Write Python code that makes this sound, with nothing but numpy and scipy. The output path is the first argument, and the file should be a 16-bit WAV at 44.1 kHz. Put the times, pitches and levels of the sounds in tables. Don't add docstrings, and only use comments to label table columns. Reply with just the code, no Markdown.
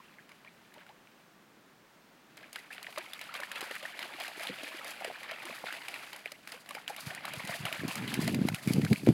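import sys
import numpy as np
from scipy import signal
from scipy.fft import rfft, irfft
from scipy.io import wavfile

SR = 44100
rng = np.random.default_rng(int(sys.argv[2]) if len(sys.argv) > 2 else 0)


def transcribe(signal):
    frames = np.atleast_2d(signal).T
    limited = np.clip(frames, -1, 1)
    pcm = np.round(limited * 32767).astype(np.int16)
    wavfile.write(sys.argv[1], SR, pcm)


N = 402633


def from_db(db):
    return 10 ** (np.asarray(db) / 20)


def rms_one(x):
    return x / np.sqrt(np.mean(x ** 2) + 1e-20)


def in_time(rows):
    s, *columns = np.transpose(rows)
    return [np.interp(np.arange(N) / SR, s, column) for column in columns]


def at_hz(points, hz):
    known_hz, known_db = np.array(points).T
    return np.interp(np.log(hz), np.log(known_hz), known_db)


def colour(x, spectrum, size=8192):
    hz = np.maximum(np.arange(size // 2 + 1) * SR / size, 1)
    cepstrum = irfft(np.log(from_db(at_hz(spectrum, hz))))
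    cepstrum[1:size // 2] *= 2
    cepstrum[size // 2 + 1:] = 0
    response = irfft(np.exp(rfft(cepstrum)))
    return signal.fftconvolve(x, response)[:N]


SPLIT_HZ = 5200


def split(x):
    filters = [signal.butter(4, SPLIT_HZ, kind, fs=SR, output="sos") for kind in ("low", "high")]
    return [signal.sosfilt(sos, x) for sos in filters]


def drift(rate):
    r = np.exp(-80 * np.pi * rate / SR)
    noise = rng.standard_normal(N // 40 + 2002)
    slow = signal.lfilter([1], [1, -2 * r, r * r], noise)[2000:]
    return np.interp(np.arange(N) / 40, np.arange(len(slow)), rms_one(slow))


def place(s, grains):
    at = np.round(np.asarray(s) * SR).astype(int)[:, None] + np.arange(grains.shape[1])
    return np.bincount(at.ravel(), grains.ravel(), N + grains.shape[1] + SR)[:N]


def bubbles(s, peak_db, hz, cycles, rise, size):
    swell = np.clip(cycles, .5, 12) / hz / 2.45
    age = np.arange(size) / SR / swell[:, None]
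    turns = (hz * swell)[:, None] * (age + rise * (age ** 2 / 2 - age))
    shape = from_db(peak_db)[:, None] * age * np.exp(1 - age)
    return place(np.maximum(s - swell, 0), shape * np.sin(2 * np.pi * turns))


def clicks(per_s, spread_db):
    sizes = from_db(spread_db * np.minimum(rng.exponential(1, N), 4)) * rng.choice([-1, 1], N)
    return sizes * (rng.random(N) < per_s / SR)


# frequency in Hz, relative density in dB per Hz.
AIR_SPECTRUM = [(15, -88), (25, -20), (53, -22), (105, -21.5), (176, -6.5), (338, -8), (443, -10.5),
                (741, -12), (1630, -13.5), (10600, -32), (15000, -31), (16300, -29)]
AIR_DB = -61.5


def air():
    noise = colour(rng.standard_normal(N), AIR_SPECTRUM)
    return from_db(AIR_DB + 0.4 * drift(2.0)) * rms_one(noise)


def drops(per_s, hiss):
    return rms_one(clicks(per_s, spread_db=1.0)) + hiss * rng.standard_normal(N)


def spatter(per_s, t60):
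    r = from_db(-60 / (t60 * SR))
    return 1.5 + 1.3 * signal.lfilter([1], [1, -r], abs(clicks(per_s, spread_db=1.0)))


THROW_RISE_S, BUBBLE_T60_S, SPRAY_T60_S = 0.02, 0.13, 0.22


def thrown(level_db, t60):
    power = place(np.transpose(SLAPS)[0], from_db(2 * level_db)[:, None])
    for r in np.exp(-1 / (THROW_RISE_S * SR)), from_db(-120 / (t60 * SR)):
        power = signal.lfilter([1], [1, -r], power + 1e-18)
    return np.sqrt(power / (THROW_RISE_S * SR))


FAMILY, FAMILY_S = 3, .03
FAMILY_PITCH_DB = 3
SPRAY_DB, SPRAY_FOLLOWS = -2, 0.73
# frequency in Hz, relative density in dB per Hz.
SPLASH_SPECTRUM = [(150, -38.5), (250, -18.5), (292, -15.5), (421, -27), (607, -11.5), (1100, -13),
                   (1790, -7), (2320, -5), (4820, -18.5), (5540, -28.5), (9170, -30), (10700, -27.5),
                   (14900, -36.5), (16000, -42)]
# time in seconds, bubbling level in dB, spray level in dB.
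CHURN = [
    [(0.0, -64, -73), (0.146, -65, -74), (1.25, -74, -86)],
    [(2.3, -64.5, -80), (2.91, -59, -61.5), (3.35, -49.5, -64), (3.63, -49, -58.5), (4.81, -45, -56.5),
     (5.17, -48, -60.5), (5.84, -49.5, -58), (6.1, -52, -59), (6.31, -61, -64), (6.75, -63, -65),
     (7.03, -54.5, -100), (7.32, -49.5, -59), (8.14, -43, -52), (8.46, -49.5, -55), (8.63, -51, -52.5),
     (8.77, -49.5, -52), (9.13, -57, -56.5)],
]


def churn(count=3400):
    bubbling_db, spray_db = in_time(sum(CHURN, []))
    born, pitch = np.repeat(rng.random((count, 2)), FAMILY, axis=0).T
    late, detune, loud, ring, climb = rng.random((count * FAMILY, 5)).T
    hz = 330 * from_db(24 * pitch ** .8 + FAMILY_PITCH_DB * (detune - .5))
    peak_db = at_hz(SPLASH_SPECTRUM, hz) + 4 * pitch - 2.16 * np.log(loud + 0.022)
    cycles = 1.94 + (3.2 + 8.5 * pitch) * ring ** 2
    rise = 0.09 * (climb[:, None] - .25)
    swarm = rms_one(bubbles(born * N / SR + FAMILY_S * late, peak_db, hz, cycles, rise, size=800))

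    clumps = from_db(2.0 * drift(32.0))
    wash_drops = clumps * spatter(30, t60=0.03) * drops(1400, hiss=.5)
    wash = split(colour(wash_drops, SPLASH_SPECTRUM))[0]
    spray_drops = clumps * spatter(21, t60=0.076) * drops(790, hiss=1.5)
    spray = split(colour(spray_drops, SPLASH_SPECTRUM))[1]
    water = rms_one(swarm * from_db(2.26 * drift(51)) + 0.9 * rms_one(wash))

    t = np.arange(N) / SR
    moving = (t < CHURN[0][-1][0]) | (t > CHURN[1][0][0])
    _, _, treble_db, throw_db = np.transpose(SLAPS)
    thrown_spray_db = throw_db + SPRAY_DB + SPRAY_FOLLOWS * treble_db
    bubbling = np.hypot(moving * from_db(bubbling_db), thrown(throw_db, BUBBLE_T60_S))
    spraying = np.hypot(moving * from_db(spray_db), thrown(thrown_spray_db, SPRAY_T60_S))
    return bubbling * water + spraying * rms_one(spray)


CLIMB_PER_CYCLE = 0.005
BREAKUP_S, BREAKUP_DB, BREAKUP_PITCH_DB = .012, -14, 2.5
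# time of the peak in seconds, level in dB, pitch at the peak in Hz, length in cycles (12 at most).
POCKETS = [(0.004, -48, 1020, 5.9), (0.084, -54, 2570, 9.9), (0.186, -44, 2010, 4.5),
           (0.192, -46.5, 1620, 6.1), (0.199, -48, 1750, 8), (0.314, -52, 2220, 8), (0.449, -50, 1032, 4.2),
           (0.465, -52, 1800, 11), (0.476, -43.5, 2250, 5.9), (0.482, -45, 2250, 6.5),
           (0.722, -53, 1700, 9), (0.765, -50, 900, 4.8), (0.775, -51, 575, 4.8), (0.79, -54, 1690, 27),
           (0.813, -49, 1620, 6.3), (0.866, -50, 1430, 5.5), (0.899, -49, 810, 17), (1.073, -45, 2430, 1.9),
           (2.435, -46, 1670, 9.4), (2.443, -40, 2300, 3.7), (2.49, -50, 1400, 3.3),
           (2.563, -36.5, 1550, 7.3), (2.586, -40, 1940, 8), (2.707, -40, 1670, 11),
           (2.731, -36.5, 2480, 5.6), (2.846, -32, 2200, 1.9), (2.869, -32, 1860, 4.3),
           (2.976, -30, 1100, 2.5), (2.98, -33.5, 605, 5.5), (3.134, -33, 3380, 7.8),
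           (3.193, -38, 2160, 3.7), (3.294, -39, 1280, 9), (3.355, -40, 1890, 9.5), (3.352, -40, 1140, 3.3),
           (3.372, -55, 780, 5.7), (3.401, -43.5, 560, 6.7), (3.425, -37, 1000, 4.2),
           (3.401, -33, 1480, 4.1), (3.435, -30, 1720, 4.9), (3.558, -36, 1720, 6.3),
           (3.628, -37, 368, 1.7), (3.714, -35, 1780, 4.9), (3.712, -33.5, 550, 1.6),
           (3.754, -32, 2340, 1.9), (3.832, -39.5, 594, 3.6), (3.855, -30.5, 1790, 9.9),
           (4.148, -46, 323, 2.7), (4.249, -37, 1870, 4.9), (4.28, -35, 2560, 4.7), (4.284, -42, 700, 5.1),
           (4.378, -41.5, 370, 2), (4.41, -38.5, 590, 3.3), (4.4345, -36, 2000, 2.3),
           (4.472, -24, 3550, 2.6), (4.498, -38, 486, 5.9), (4.499, -35.5, 260, 2.1),
           (4.505, -41, 190, 2.4), (4.635, -43.5, 286, 2.6), (4.747, -43.5, 330, 2.3),
           (5.012, -35, 710, 1.8), (5.022, -33, 760, 3.4), (5.047, -32, 2770, 6.2), (5.05, -30, 650, 2.6),
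           (5.079, -36.5, 454, 2.4), (5.102, -32, 685, 2.5), (5.111, -34, 770, 1.2),
           (5.319, -35.5, 640, 3.3), (5.422, -37, 2070, 3.3), (5.455, -46.5, 336, 7.4),
           (5.498, -37, 520, 1.3), (5.512, -44, 229, 2.2), (5.641, -27, 710, 1.15), (5.671, -36, 1470, 5.6),
           (5.686, -35, 1410, 6), (5.706, -34, 1540, 4.6), (5.884, -29, 2280, 2.7), (5.942, -35, 2500, 7.4),
           (5.978, -46, 750, 0.95), (6.259, -23, 2320, 2.9), (6.261, -41, 630, 2.7),
           (6.323, -47.5, 590, 3.8), (6.546, -49.5, 480, 9.1), (6.71, -36, 1100, 5.7),
           (6.753, -39.5, 585, 2.1), (6.772, -38, 810, 5.6), (6.782, -37, 1360, 3),
           (6.879, -24, 2980, 2.25), (6.899, -35, 736, 2.1), (6.904, -32, 786, 5.2),
           (7.108, -33.5, 1730, 3.4), (7.117, -41.5, 696, 4.9), (7.178, -36, 1850, 8.5),
           (7.248, -34, 1120, 3.5), (7.254, -29.5, 1920, 2.3), (7.281, -26, 1260, 1.25),
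           (7.337, -33, 1790, 2.4), (7.34, -40, 646, 3.06), (7.397, -36, 2100, 8.5),
           (7.496, -33.5, 654, 3.7), (7.513, -33, 1960, 4.9), (7.522, -36, 1920, 5),
           (7.54, -33.5, 1770, 10.5), (7.549, -37.5, 650, 6.4), (7.654, -30, 2780, 5.6),
           (7.656, -31, 670, 1.9), (7.668, -29, 1280, 2.9), (7.718, -38, 635, 4.4), (7.748, -38, 1940, 3.1),
           (7.805, -33.5, 1700, 7.7), (7.884, -39.5, 960, 5.2), (7.91, -34, 1020, 2.7),
           (8.079, -32, 2980, 6.1), (8.119, -30, 1690, 2.9), (8.142, -26, 2180, 4.1),
           (8.154, -30, 1970, 5.7), (8.231, -35, 1980, 4.1), (8.279, -24, 2000, 3.9),
           (8.281, -29.5, 653, 4.4), (8.487, -23.5, 840, 1.06), (8.488, -26, 2059, 5.9),
           (8.546, -27, 2600, 4.4), (8.675, -33, 2310, 5), (8.699, -34.5, 2240, 10.1),
           (8.866, -34, 1530, 3.7), (8.96, -28.5, 2350, 4)]


def pockets():
    s, peak_db, hz, cycles = np.repeat(POCKETS, 3, axis=0).T
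    late, pitch = rng.standard_normal((len(s), 2)).T
    shed = np.arange(len(s)) % 3 > 0
    s = s + shed * BREAKUP_S * abs(late)
    peak_db = peak_db + shed * BREAKUP_DB
    hz = hz * from_db(shed * BREAKUP_PITCH_DB * pitch)
    return bubbles(s, peak_db, hz, cycles, rise=CLIMB_PER_CYCLE * cycles[:, None], size=3000)


SLAP_T60_S = 0.019
SLAP_RISE_S, CRACK_LAG_S = .0004, .001
SMACK, SMACK_S = 0.74, 0.00017
# start in seconds,
# burst level in dB, treble relative to it in dB, thrown water in dB; later gains apply to body and crack.
SLAPS = [(0.2917, -33, -17, -56), (0.317, -32, -20, -62), (0.4474, -30.5, -38, -65),
         (0.7387, -35, -10, -58), (0.7808, -31, -36, -56), (0.804, -36, -25, -64), (0.8644, -35, -21, -60),
         (0.891, -33, -26, -69), (1.072, -49, -33, -64), (2.37, -36, -6, -64), (2.3754, -24.5, -23, -51),
         (2.3855, -37, -17, -52), (2.4286, -29.5, -24, -48.5), (2.5285, -30, -3, -50),
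         (2.558, -17, -17, -43), (2.705, -52, -13, -43), (2.746, -29, -15, -48), (2.7803, -22, -31, -47),
         (2.8278, -25, -10, -45.5), (2.8665, -22.5, -30, -46.5), (2.925, -23, -22, -47),
         (2.9598, -22, -25, -45), (2.9758, -15.5, -26, -40), (2.9814, -22.5, -7, -59),
         (3.106, -46, -21, -63), (3.133, -20, -11.5, -45), (3.1918, -26, -15, -46),
         (3.2124, -19, -14.5, -54), (3.239, -28, -15, -50), (3.3395, -18, -16, -36.5),
         (3.4014, -24.5, -8.5, -45), (3.4334, -17.5, -23, -62), (3.5155, -14, -17.5, -40.5),
         (3.556, -19, -19, -37), (3.6071, -15, -15, -36.5), (3.6139, -16.5, -20, -50),
         (3.627, -19, -28, -54), (3.7103, -15.5, -20.5, -43.5), (3.752, -34.5, -1, -47.5),
         (3.8275, -23.5, -15, -40), (3.8525, -29, -36, -46), (3.991, -17.5, -16.5, -39.5),
         (4.027, -12.5, -23, -39.5), (4.1997, -21, -12.5, -35), (4.2354, -31, -24, -50.5),
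         (4.279, -29, -4, -64), (4.3952, -21, -18, -39.5), (4.4327, -14.5, -19, -44),
         (4.469, -15, -18, -43), (4.632, -24, -12.5, -38), (4.8442, -30, -4.5, -49), (4.878, -28, -7, -42),
         (5.045, -16.5, -14.5, -38), (5.2306, -19, -21.5, -43.5), (5.2865, -31, -27, -39),
         (5.311, -16, -20.5, -60), (5.4202, -25, -35, -42.5), (5.4529, -22.5, -11.5, -38.5),
         (5.657, -23, -21, -33), (5.704, -45, -31, -54), (5.725, -16.5, -18, -41.5),
         (5.8829, -16.5, -14.5, -38.5), (5.941, -22.5, -14, -45), (6.1298, -20, -17, -41.5),
         (6.161, -26.5, -9.5, -52), (6.2568, -29, -13, -47.5), (6.318, -18.5, -13.5, -54),
         (6.4736, -20.5, -15.5, -47.5), (6.5193, -21, -10.5, -44.5), (6.66, -25.5, -26, -50),
         (6.6895, -23, -10.5, -45), (6.7073, -21, -15, -58), (6.749, -18, -17, -40),
         (6.878, -20.5, -11, -39.5), (6.9625, -21.5, -11, -37), (7.005, -36, 3.5, -48.5),
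         (7.068, -29, -6, -39), (7.104, -38, -23, -39), (7.1478, -20.5, -12, -42),
         (7.2515, -12, -17, -38.5), (7.2795, -32, -30, -41), (7.3347, -18, -12.5, -40.5),
         (7.3953, -41, -18, -37), (7.449, -26, -8, -54), (7.473, -21.5, -9, -35), (7.511, -51, -7, -39.5),
         (7.6526, -14, -13.5, -34), (7.7261, -8.5, -20.5, -39), (7.747, -21, -16, -55),
         (7.7944, -24, -41, -43), (7.8792, -25.5, -3, -35), (7.954, -18, -8, -41), (8.076, -21, -11, -36.5),
         (8.1397, -18, -5, -56), (8.2008, -51, -1, -35.5), (8.276, -18.5, -4.5, -40),
         (8.3446, -14, -12.5, -57), (8.4855, -9, -15.5, -59), (8.5448, -16.5, -9.5, -41.5),
         (8.673, -29, -1.5, -37), (8.7336, -19.5, -3, -49), (8.816, -16, -37, -62),
         (8.8477, -13.5, -14.5, -44), (8.9289, -10, -14.5, -49), (8.958, -56, 15.5, -58),
         (9.0638, -19, -14.5, -39)]


def slaps(size=2200):
    s, peak_db, treble_db, _ = np.transpose(SLAPS)
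    t = np.arange(size) / SR
    fall = from_db(peak_db)[:, None] * (1 - np.exp(-t / SLAP_RISE_S)) * from_db(-60 * t / SLAP_T60_S)
    contact = 1 + SMACK * t / SMACK_S * np.exp(1 - t / SMACK_S)
    burst = fall * rng.standard_normal((len(s), size)) * contact
    bright_burst = burst * from_db(treble_db)[:, None]
    body = split(colour(place(s, burst), SPLASH_SPECTRUM))[0]
    crack = split(colour(place(s + CRACK_LAG_S, bright_burst), SPLASH_SPECTRUM))[1]
    return from_db(1.5) * body + from_db(26.5) * crack


GUST_RISE_DB_PER_S, GUST_FALL_DB_PER_S = 900, 904
# time in seconds, rumble level in dB ahead of the port.
BREEZE = [(6.7, -72), (7.3, -58.5), (9.13, -57.5)]
# start in seconds, length in seconds, rumble level in dB ahead of the port.
GUSTS = [(7.037, 0.071, -56), (7.328, 0.33, -57.5), (7.588, 0.052, -52), (7.817, 0.073, -38),
         (7.971, 0.29, -40.5), (8.169, 0.32, -34.5), (8.671, 0.061, -35), (8.748, 0.11, -30),
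         (8.915, 0.0045, -20.5), (8.986, 0.1, -45), (9.076, 0.028, -21.5), (9.1, 0.061, -27)]


def gusting():
    t = np.arange(N) / SR
    level_db, = in_time(BREEZE)
    for start, length, db in GUSTS:
        slopes = np.minimum(GUST_RISE_DB_PER_S * (t - start), GUST_FALL_DB_PER_S * (start + length - t))
        level_db = np.maximum(level_db, db + np.minimum(slopes, 0))
    return level_db


BUFFET_CYCLES, BUFFET_SAG = 1.18, 0.15
# time of the peak in seconds, level in dB ahead of the port, ring in Hz.
BUFFETS = [(7.07, -31, 148), (7.373, -35.5, 134), (7.443, -37, 190), (7.496, -35.5, 172),
           (7.605, -33.5, 148), (7.633, -37, 150), (7.65, -33, 147), (7.794, -35, 172), (7.813, -38, 172),
           (7.836, -23, 258), (7.851, -23, 226), (8.044, -27, 230), (8.136, -32, 150), (8.176, -27, 258),
           (8.191, -17.5, 240), (8.217, -27.5, 298), (8.245, -30, 172), (8.268, -29, 224), (8.28, -28, 200),
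           (8.297, -23.5, 250), (8.318, -28, 290), (8.342, -41, 200), (8.39, -21, 285), (8.416, -14.5, 210),
           (8.452, -16, 255), (8.473, -36, 180), (8.5, -30, 135), (8.519, -25, 176), (8.537, -25, 168),
           (8.675, -16, 202), (8.707, -16, 235), (8.741, -34, 250), (8.759, -27, 185), (8.783, -18.5, 302),
           (8.796, -20, 314), (8.817, -29, 223), (8.838, -26, 237), (8.848, -32, 211), (8.885, -31, 172),
           (8.913, -43, 184), (8.927, -15.5, 240), (9.035, -25.5, 246), (9.053, -34, 195),
           (9.073, -11, 427), (9.08, -23, 217), (9.089, -2.5, 228), (9.104, -19.5, 358), (9.114, -25, 200)]


def knocks(size=1600):
    s, peak_db, hz = np.transpose(BUFFETS)
    turns = hz[:, None] * (np.arange(size) - size // 2) / SR
    width = np.where(turns < 0, .35, .75) * BUFFET_CYCLES
    envelope = np.exp(-abs((turns - .2) / width) ** 2.0)
    push = -envelope * np.cos(2 * np.pi * turns * (1 - BUFFET_SAG * np.tanh(turns)))
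    return place(s - size // 2 / SR, from_db(peak_db)[:, None] * push)


# frequency in Hz, relative density in dB per Hz.
GUST_SPECTRUM = [(25, -32), (60, -18.5), (123, 1), (186, 1), (301, -6), (452, -17), (900, -32), (1170, -55),
                 (1980, -120)]


def wind():
    eddies = rms_one(clicks(280, spread_db=2.0)) + .5 * rng.standard_normal(N)
    lumpy = eddies * from_db(1.2 * drift(17))
    rumble = from_db(gusting()) * rms_one(colour(lumpy, GUST_SPECTRUM))
    return rumble + knocks()


PORT_HZ = 102


def scene():
    near = churn() + pockets() + slaps() + wind()
    port = signal.butter(3, PORT_HZ, "high", fs=SR, output="sos")
    return (signal.sosfilt(port, near) + air())[None]


CUTOFF_HZ = 16500


def record(dry):
    return signal.sosfilt(signal.cheby2(16, 40, CUTOFF_HZ, fs=SR, output="sos"), dry)


dry = scene()
out = record(dry)
transcribe(out)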